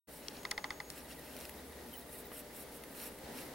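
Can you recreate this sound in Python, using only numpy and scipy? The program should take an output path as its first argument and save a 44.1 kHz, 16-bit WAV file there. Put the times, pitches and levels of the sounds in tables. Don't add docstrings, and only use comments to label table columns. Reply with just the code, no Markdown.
import sys
import numpy as np
from scipy import signal
from scipy.fft import rfft, irfft, next_fast_len
from scipy.io import wavfile
from scipy.ndimage import uniform_filter1d, map_coordinates

SR = 44100
rng = np.random.default_rng(int(sys.argv[2]) if len(sys.argv) > 2 else 0)


def dump_mix(stems):
    frames = np.atleast_2d(stems).T
    limited = np.clip(frames, -1, 1)
    pcm = np.round(limited * 32767).astype(np.int16)
    wavfile.write(sys.argv[1], SR, pcm)


N = 156114


def amp(db):
    return 10 ** (np.asarray(db) / 20)


def unit(x):
    return x / np.sqrt(np.mean(x ** 2) + 1e-20)


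def clock():
    return np.arange(N) / SR


def along(points, hz):
    point_hz, value = np.transpose(points)
    return np.interp(np.log(hz + 1), np.log(point_hz + 1), value)


def curve(rows):
    return np.interp(clock(), *np.transpose(rows))


def wobble(rate):
    return map_coordinates(rng.standard_normal(N // 8), [clock() * rate + 2], mode="wrap")


def white():
    return rng.standard_normal((2, N))


def tone(hz):
    return np.sqrt(2) * np.sin(2 * np.pi * np.cumsum(hz) / SR)


def gate(start, end, rise, fall):
    t = clock()
    opening = np.sin(np.pi / 2 * np.clip((t - start) / rise, 0, 1))
    closing = np.sin(np.pi / 2 * np.clip((end - t) / fall, 0, 1))
    return opening * closing


def bursts(times, levels_db, t60):
    t = clock()
    envelope = sum((t >= start) * amp(db - 60 * np.abs(t - start) / t60) for start, db in zip(times, levels_db))
    return white() * envelope


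def filtered(x, response):
    m = next_fast_len(N + SR // 4)
    return irfft(rfft(x, m) * response(np.fft.rfftfreq(m, 1 / SR)), m)[..., :N]


def coloured(pair, spectrum, alike):
    def response(hz):
        turn = np.arccos(np.clip(along(alike, hz), -.999, .999)) / 2
        return unit(amp(along(spectrum, hz))) * np.array([np.cos(turn), np.sin(turn)])
    mid, side = filtered(pair, response)
    return np.array([mid + side, mid - side])


def echoed(x, delay, db, dull_hz):
    def response(hz):
        late = np.exp(-2j * np.pi * hz * delay)
        return 1 + amp(db) * late / np.hypot(1, (hz / dull_hz) ** 2)
    return filtered(x, response)


# pitch_hz, relative_level_db
HISS_SHAPE = [(1000, -4), (5000, -1), (6800, 0.5), (8300, -2), (10000, 9), (12500, 3), (16000, 5.5)]
# pitch_hz, likeness (1 = the same)
HISS_LIKENESS = [(2000, 1), (6000, 0.17), (10000, 1), (15000, 0.95)]
HISS_DB = -66.5
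WHISTLE_HZ, WHISTLE_DB = 15734, -73


def electronics():
    hiss = amp(HISS_DB) * coloured(white(), HISS_SHAPE, HISS_LIKENESS)
    return hiss + amp(WHISTLE_DB) * tone(np.full(N, WHISTLE_HZ))


# time_s, level_db
THROB_LEVEL = [(0, -75), (1.2, -66.5), (1.6, -61.5), (1.9, -63.5), (2.2, -75), (3.54, -72)]
MAINS_HZ, MAINS_DB = 59, -67
THROB_HZ = 73.9


def hum():
    mains = amp(MAINS_DB) * tone(np.full(N, MAINS_HZ))
    throb = amp(curve(THROB_LEVEL)) * tone(THROB_HZ + wobble(4.89))
    return mains + throb


# pitch_hz, relative_level_db
RUMBLE_SHAPE = [(25, -10), (45, -13), (72, -3), (100, -10.5), (140, -0.5), (190, -2), (250, 4), (330, -0.5),
                (520, 0), (750, -5), (880, -3), (1100, -12), (1600, -11), (2000, -9), (2450, -16),
                (4300, -16), (7000, -20.5), (16000, -27.5)]
# time_s, level_db
RUMBLE_LEVEL = [(0, -54), (.9, -52), (2.0, -52.5), (3.2, -52), (3.35, -49.5), (3.54, -49.5)]
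# pitch_hz, likeness (1 = the same)
RUMBLE_LIKENESS = [(60, 1.0), (150, 0.98), (380, 0.87), (950, 0.63), (2400, 0.5), (6000, 0.32)]
# pitch_hz, level_db
DRONE_TONES = [(257, -73.5), (293, -67.5), (406, -69.5), (473, -70.5), (495, -70), (604, -67.5), (856, -77),
               (1185, -77), (1244, -78.5)]
DRONE_WAVER_HZ, DRONE_SWAY_DB = 4.66, 3


def outdoors():
    sway_db = 1.23 * wobble(12)
    sound = amp(curve(RUMBLE_LEVEL) + sway_db) * coloured(white(), RUMBLE_SHAPE, RUMBLE_LIKENESS)
    for hz, db in DRONE_TONES:
        level = amp(db + DRONE_SWAY_DB * wobble(6.25))
        sound = sound + level * tone(hz + DRONE_WAVER_HZ * wobble(24.84))
    return sound


FOCUS_TIMES = [1.055, 1.125, 1.191, 1.593, 1.729, 1.795, 1.961, 2.026, 2.093, 2.159, 2.259]
FOCUS_HZ, FOCUS_STEP_S = 1915, 0.02
FOCUS_DB, FOCUS_OCTAVE_DB = -60.5, -64
MOTOR_WAVER_HZ = 44.8


def autofocus():
    half = FOCUS_STEP_S / 2
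    steps = sum(gate(middle - half, middle + half, half, half) for middle in FOCUS_TIMES)
    hz = FOCUS_HZ + MOTOR_WAVER_HZ * wobble(380)
    return steps * (amp(FOCUS_DB) * tone(hz) + amp(FOCUS_OCTAVE_DB) * tone(2 * hz))


ZOOM_ON_S, ZOOM_OFF_S = .372, .902
MOTOR_HZ, MOTOR_DB, MOTOR_FLUTTER_DB = 6653, -66, 2.3


def zoom_motor():
    flutter_db = MOTOR_FLUTTER_DB * wobble(140)
    level = amp(MOTOR_DB + flutter_db) * gate(ZOOM_ON_S, ZOOM_OFF_S, 0.008, 0.004)
    return level * tone(MOTOR_HZ + MOTOR_WAVER_HZ * wobble(380))


CASE_SCATTER_DB, CASE_DETUNE = 1.0, .008
CASE_TWIST = 0.37


def ringing(times, levels_db, modes):
    out, t = np.zeros((2, N + SR)), np.arange(SR // 12) / SR
    sides = np.array([[1], [-1]])
    for start, level_db in zip(times, levels_db):
        for k, (hz, db, t60, swell, pan_db) in enumerate(modes):
            scatter, detune = rng.standard_normal(2)
            rise = np.sin(np.pi / 2 * np.clip(t / swell, 0, 1)) ** 2
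            envelope = rise * amp(-60 * np.maximum(t - swell, 0) / t60)
            twist = CASE_TWIST * sides * (-1) ** k
            phase = 2 * np.pi * hz * (1 + CASE_DETUNE * detune) * t + twist
            gain = amp(level_db + db + CASE_SCATTER_DB * scatter + sides * pan_db / 2)
            first = round(start * SR)
            out[:, first:first + len(t)] += gain * envelope * np.sin(phase)
    return out[:, :N]


# start_s, level_db
KNOCK_BLOWS = [(.451, -28), (0.5143, -28), (0.5776, -26.5), (.6418, -27), (0.7046, -28), (0.8012, -32.5),
               (2.837, -46.5)]
# start_s, ring_level_db, crisp_level_db
SNAP_BLOWS = [(0.2835, -30, -42), (.368, -46, -60), (0.5107, -36, -38), (0.513, -24.5, -32),
              (0.902, -39.5, -36)]
# pitch_hz, relative_level_db, fade_by_60_db_s, swell_s, left_minus_right_db
CASE_TONES = [(846, -15.5, 0.063, 0.0035, -1), (1062, -6.5, 0.002, .0028, -1),
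              (1237, -22, 0.045, 0.0054, -5), (2003, 0, 0.0085, 0.0029, 1),
              (3270, -15.5, .013, 0.00065, -8), (3580, -16.5, 0.026, 0.002, -3),
              (4390, -12, 0.02, 0.00099, 2), (4970, -12.5, 0.012, 0.0013, 1),
              (5700, -20.5, 0.015, 0.0005, 10)]
# pitch_hz, relative_level_db, fade_by_60_db_s, swell_s, left_minus_right_db
SWITCH_TONES = [(3350, -7, 0.016, 0.0005, -2), (4430, 4.5, 0.0032, 0.00026, 0),
                (5570, -5.5, 0.0092, 0.00011, 17), (7000, -12, 0.0059, 0.00016, -6),
                (8400, -25, .006, 0.00017, 8)]
# pitch_hz, relative_level_db
EDGE_SHAPE = [(400, -22), (1500, -3), (6000, -3), (8400, 0.5), (12000, -5.5), (16000, -15)]
# pitch_hz, relative_level_db
TAIL_SHAPE = [(300, -5), (700, 2), (1100, 4), (1700, -1), (3000, -7.5), (6000, -12), (16000, -42)]
# pitch_hz, likeness (1 = the same)
CLICK_LIKENESS = [(1000, 0.98), (4400, 0.28), (15000, .4)]
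KNOCK_CRISP_DB, EDGE_T60 = -18, .013
TAIL_DB, TAIL_T60 = -18.5, 0.13


def zoom_clicks():
    knock_s, knock_db = np.transpose(KNOCK_BLOWS)
    snap_s, ring_db, crisp_db = np.transpose(SNAP_BLOWS)
    snap_edges = bursts(snap_s, crisp_db, EDGE_T60)
    knock_edges = bursts(knock_s, knock_db + KNOCK_CRISP_DB, EDGE_T60)
    edges = coloured(snap_edges + knock_edges, EDGE_SHAPE, CLICK_LIKENESS)
    tail = coloured(bursts(knock_s, knock_db + TAIL_DB, TAIL_T60), TAIL_SHAPE, CLICK_LIKENESS)
    knocks = ringing(knock_s, knock_db, CASE_TONES)
    snaps = ringing(snap_s, ring_db, SWITCH_TONES)
    return knocks + snaps + edges + tail


# start_s, length_s, start_pitch_hz, end_pitch_hz, level_db
SQUEAK_GLIDES = [(1.927, 0.035, 3140, 2970, -54.5), (1.934, .017, 9350, 8800, -56.5),
                 (1.921, .026, 12800, 14400, -54), (1.95, 0.06, 16100, 15400, -52),
                 (2.25, .013, 13600, 13900, -57), (2.263, .013, 15300, 15800, -53),
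                 (3.232, 0.041, 4000, 4660, -63.5)]
SQUEAK_JITTER, SQUEAK_FLUTTER_DB = 0.016, 2.5


def squeaks():
    unsteady = 1 + SQUEAK_JITTER * wobble(740)
    grip = amp(SQUEAK_FLUTTER_DB * wobble(250))
    sound = np.zeros(N)
    for start, length, from_hz, to_hz, db in SQUEAK_GLIDES:
        glide_hz = curve([(start, from_hz), (start + length, to_hz)])
        swell = gate(start, start + length, length / 2, length / 2)
        sound += amp(db) * swell * tone(glide_hz * unsteady)
    return grip * sound


# start_s, crisp_level_db, dull_level_db
CRACKLE_BURSTS = [(0.432, -48, -50), (1.194, -47, -52), (1.366, -45, -46), (1.403, -47, -47),
                  (1.41, -46, -46), (1.4528, -44, -41.5), (1.494, -41, -44), (2.837, -46.5, -47.5),
                  (2.927, -54, -58), (3.001, -54, -46), (3.187, -50, -53)]
# pitch_hz, relative_level_db
BUMP_SHAPE = [(100, -9), (300, 5), (1100, 5), (2200, 0.5), (4000, -10), (12000, -40)]
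CRACKLE_T60 = .017
BUMP_S, BUMP_DB, BUMP_T60 = 2.316, -44, 0.056


def crackles():
    start, crisp_db, dull_db = np.transpose(CRACKLE_BURSTS)
    crisp = coloured(bursts(start, crisp_db, CRACKLE_T60), SWISH_SHAPE, PAPER_LIKENESS)
    dull = coloured(bursts(start, dull_db, CRACKLE_T60), RASP_SHAPE, PAPER_LIKENESS)
    bump = coloured(bursts([BUMP_S], [BUMP_DB], BUMP_T60), BUMP_SHAPE, PAPER_LIKENESS)
    return crisp + dull + bump


PATCH_DB = 2.7


def patchy(x):
    z = signal.stft(x, nperseg=256)[2]
    field = rng.standard_normal(z.shape[1:])
    field = uniform_filter1d(field, size=5, axis=0)
    field = uniform_filter1d(field, size=4, axis=1)
    return unit(signal.istft(z * amp(PATCH_DB * unit(field)), nperseg=256)[1][:, :N])


GRAINS_PER_S, GRAIN_SHARE = 1300, 0.29


def friction():
    catches = unit(white() * (rng.random(N) < GRAINS_PER_S / SR))
    return patchy(np.sqrt(1 - GRAIN_SHARE) * white() + np.sqrt(GRAIN_SHARE) * catches)


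# start_s, length_s, swish_level_db, rasp_level_db
WIPE_STROKES = [(0.088, 0.13, -55.5, -64), (0.201, 0.21, -77, -60), (0.892, 0.14, -58.5, -58),
                (1.067, 0.087, -58, -53.5), (1.168, 0.2, -62, -61.5), (1.318, 0.17, -59, -59),
                (1.883, 0.16, -58, -65), (2.079, 0.15, -51, -62.5), (2.297, 0.13, -49.5, -59.5),
                (2.511, 0.14, -50.5, -61), (2.7, 0.092, -53.5, -68), (2.924, 0.18, -49.5, -54.5),
                (3.33, 0.12, -61, -54.5)]
# time_s, level_db
RUB_LEVEL = [(0, -60), (.8, -64), (1.0, -61), (1.5, -59), (1.8, -61.5), (2.5, -64), (2.88, -59.5),
             (3.15, -60.5), (3.28, -62), (3.39, -51.5), (3.54, -62.5)]
# pitch_hz, relative_level_db
SWISH_SHAPE = [(2000, -64), (6000, -50), (7200, -9), (8300, -1), (9700, 1.5), (12000, 3), (14000, -2),
               (16000, -1.5)]
# pitch_hz, relative_level_db
RASP_SHAPE = [(300, -16), (1000, -2.5), (1900, 7.5), (2900, 5), (4200, 2), (5400, 2.5), (7000, -3),
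              (10000, -1.5), (16000, -28)]
# pitch_hz, likeness (1 = the same)
PAPER_LIKENESS = [(500, .84), (1650, 0.92), (5000, 0.66), (10000, 0.97), (15000, 1)]
RISE_S, FALL_S = 0.075, 0.037
RUB_RASP_DB = -12
GLASS_ECHO_S, GLASS_ECHO_DB = .000728, -9
TOP_HZ = 15950


def wiping():
    rub = amp(curve(RUB_LEVEL))
    swish, rasp = rub, rub * amp(RUB_RASP_DB)
    for start, length, swish_db, rasp_db in WIPE_STROKES:
        speed = gate(start, start + length, RISE_S, FALL_S)
        swish = np.hypot(swish, amp(swish_db) * speed)
        rasp = np.hypot(rasp, amp(rasp_db) * speed)
    judder_db = 1.0 * wobble(60)
    slide = coloured(swish * friction(), SWISH_SHAPE, PAPER_LIKENESS)
    scrape = coloured(rasp * friction(), RASP_SHAPE, PAPER_LIKENESS)
    scrape = echoed(scrape, GLASS_ECHO_S, GLASS_ECHO_DB, TOP_HZ)
    return amp(judder_db) * (slide + scrape)


LEFT_LEAN_DB = 0.9
CLICK_ECHO_S, CLICK_ECHO_DB, CLICK_ECHO_HZ = .00488, -9.5, 1500


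def scene():
    lean = amp(LEFT_LEAN_DB * np.array([[.5], [-.5]]))
    background = (outdoors() + hum()) * lean
    clicks = echoed(zoom_clicks(), CLICK_ECHO_S, CLICK_ECHO_DB, CLICK_ECHO_HZ)
    camera = electronics() + autofocus() + zoom_motor() + clicks
    return background + camera + squeaks() + crackles() + wiping()


OPEN_S, OPEN_FADE_S = 0.071, 0.017


def record(dry):
    fade = np.clip((clock() - OPEN_S) / OPEN_FADE_S, 0, 1)
    return filtered(dry * fade, lambda hz: hz < TOP_HZ)


dry = scene()
out = record(dry)
dump_mix(out)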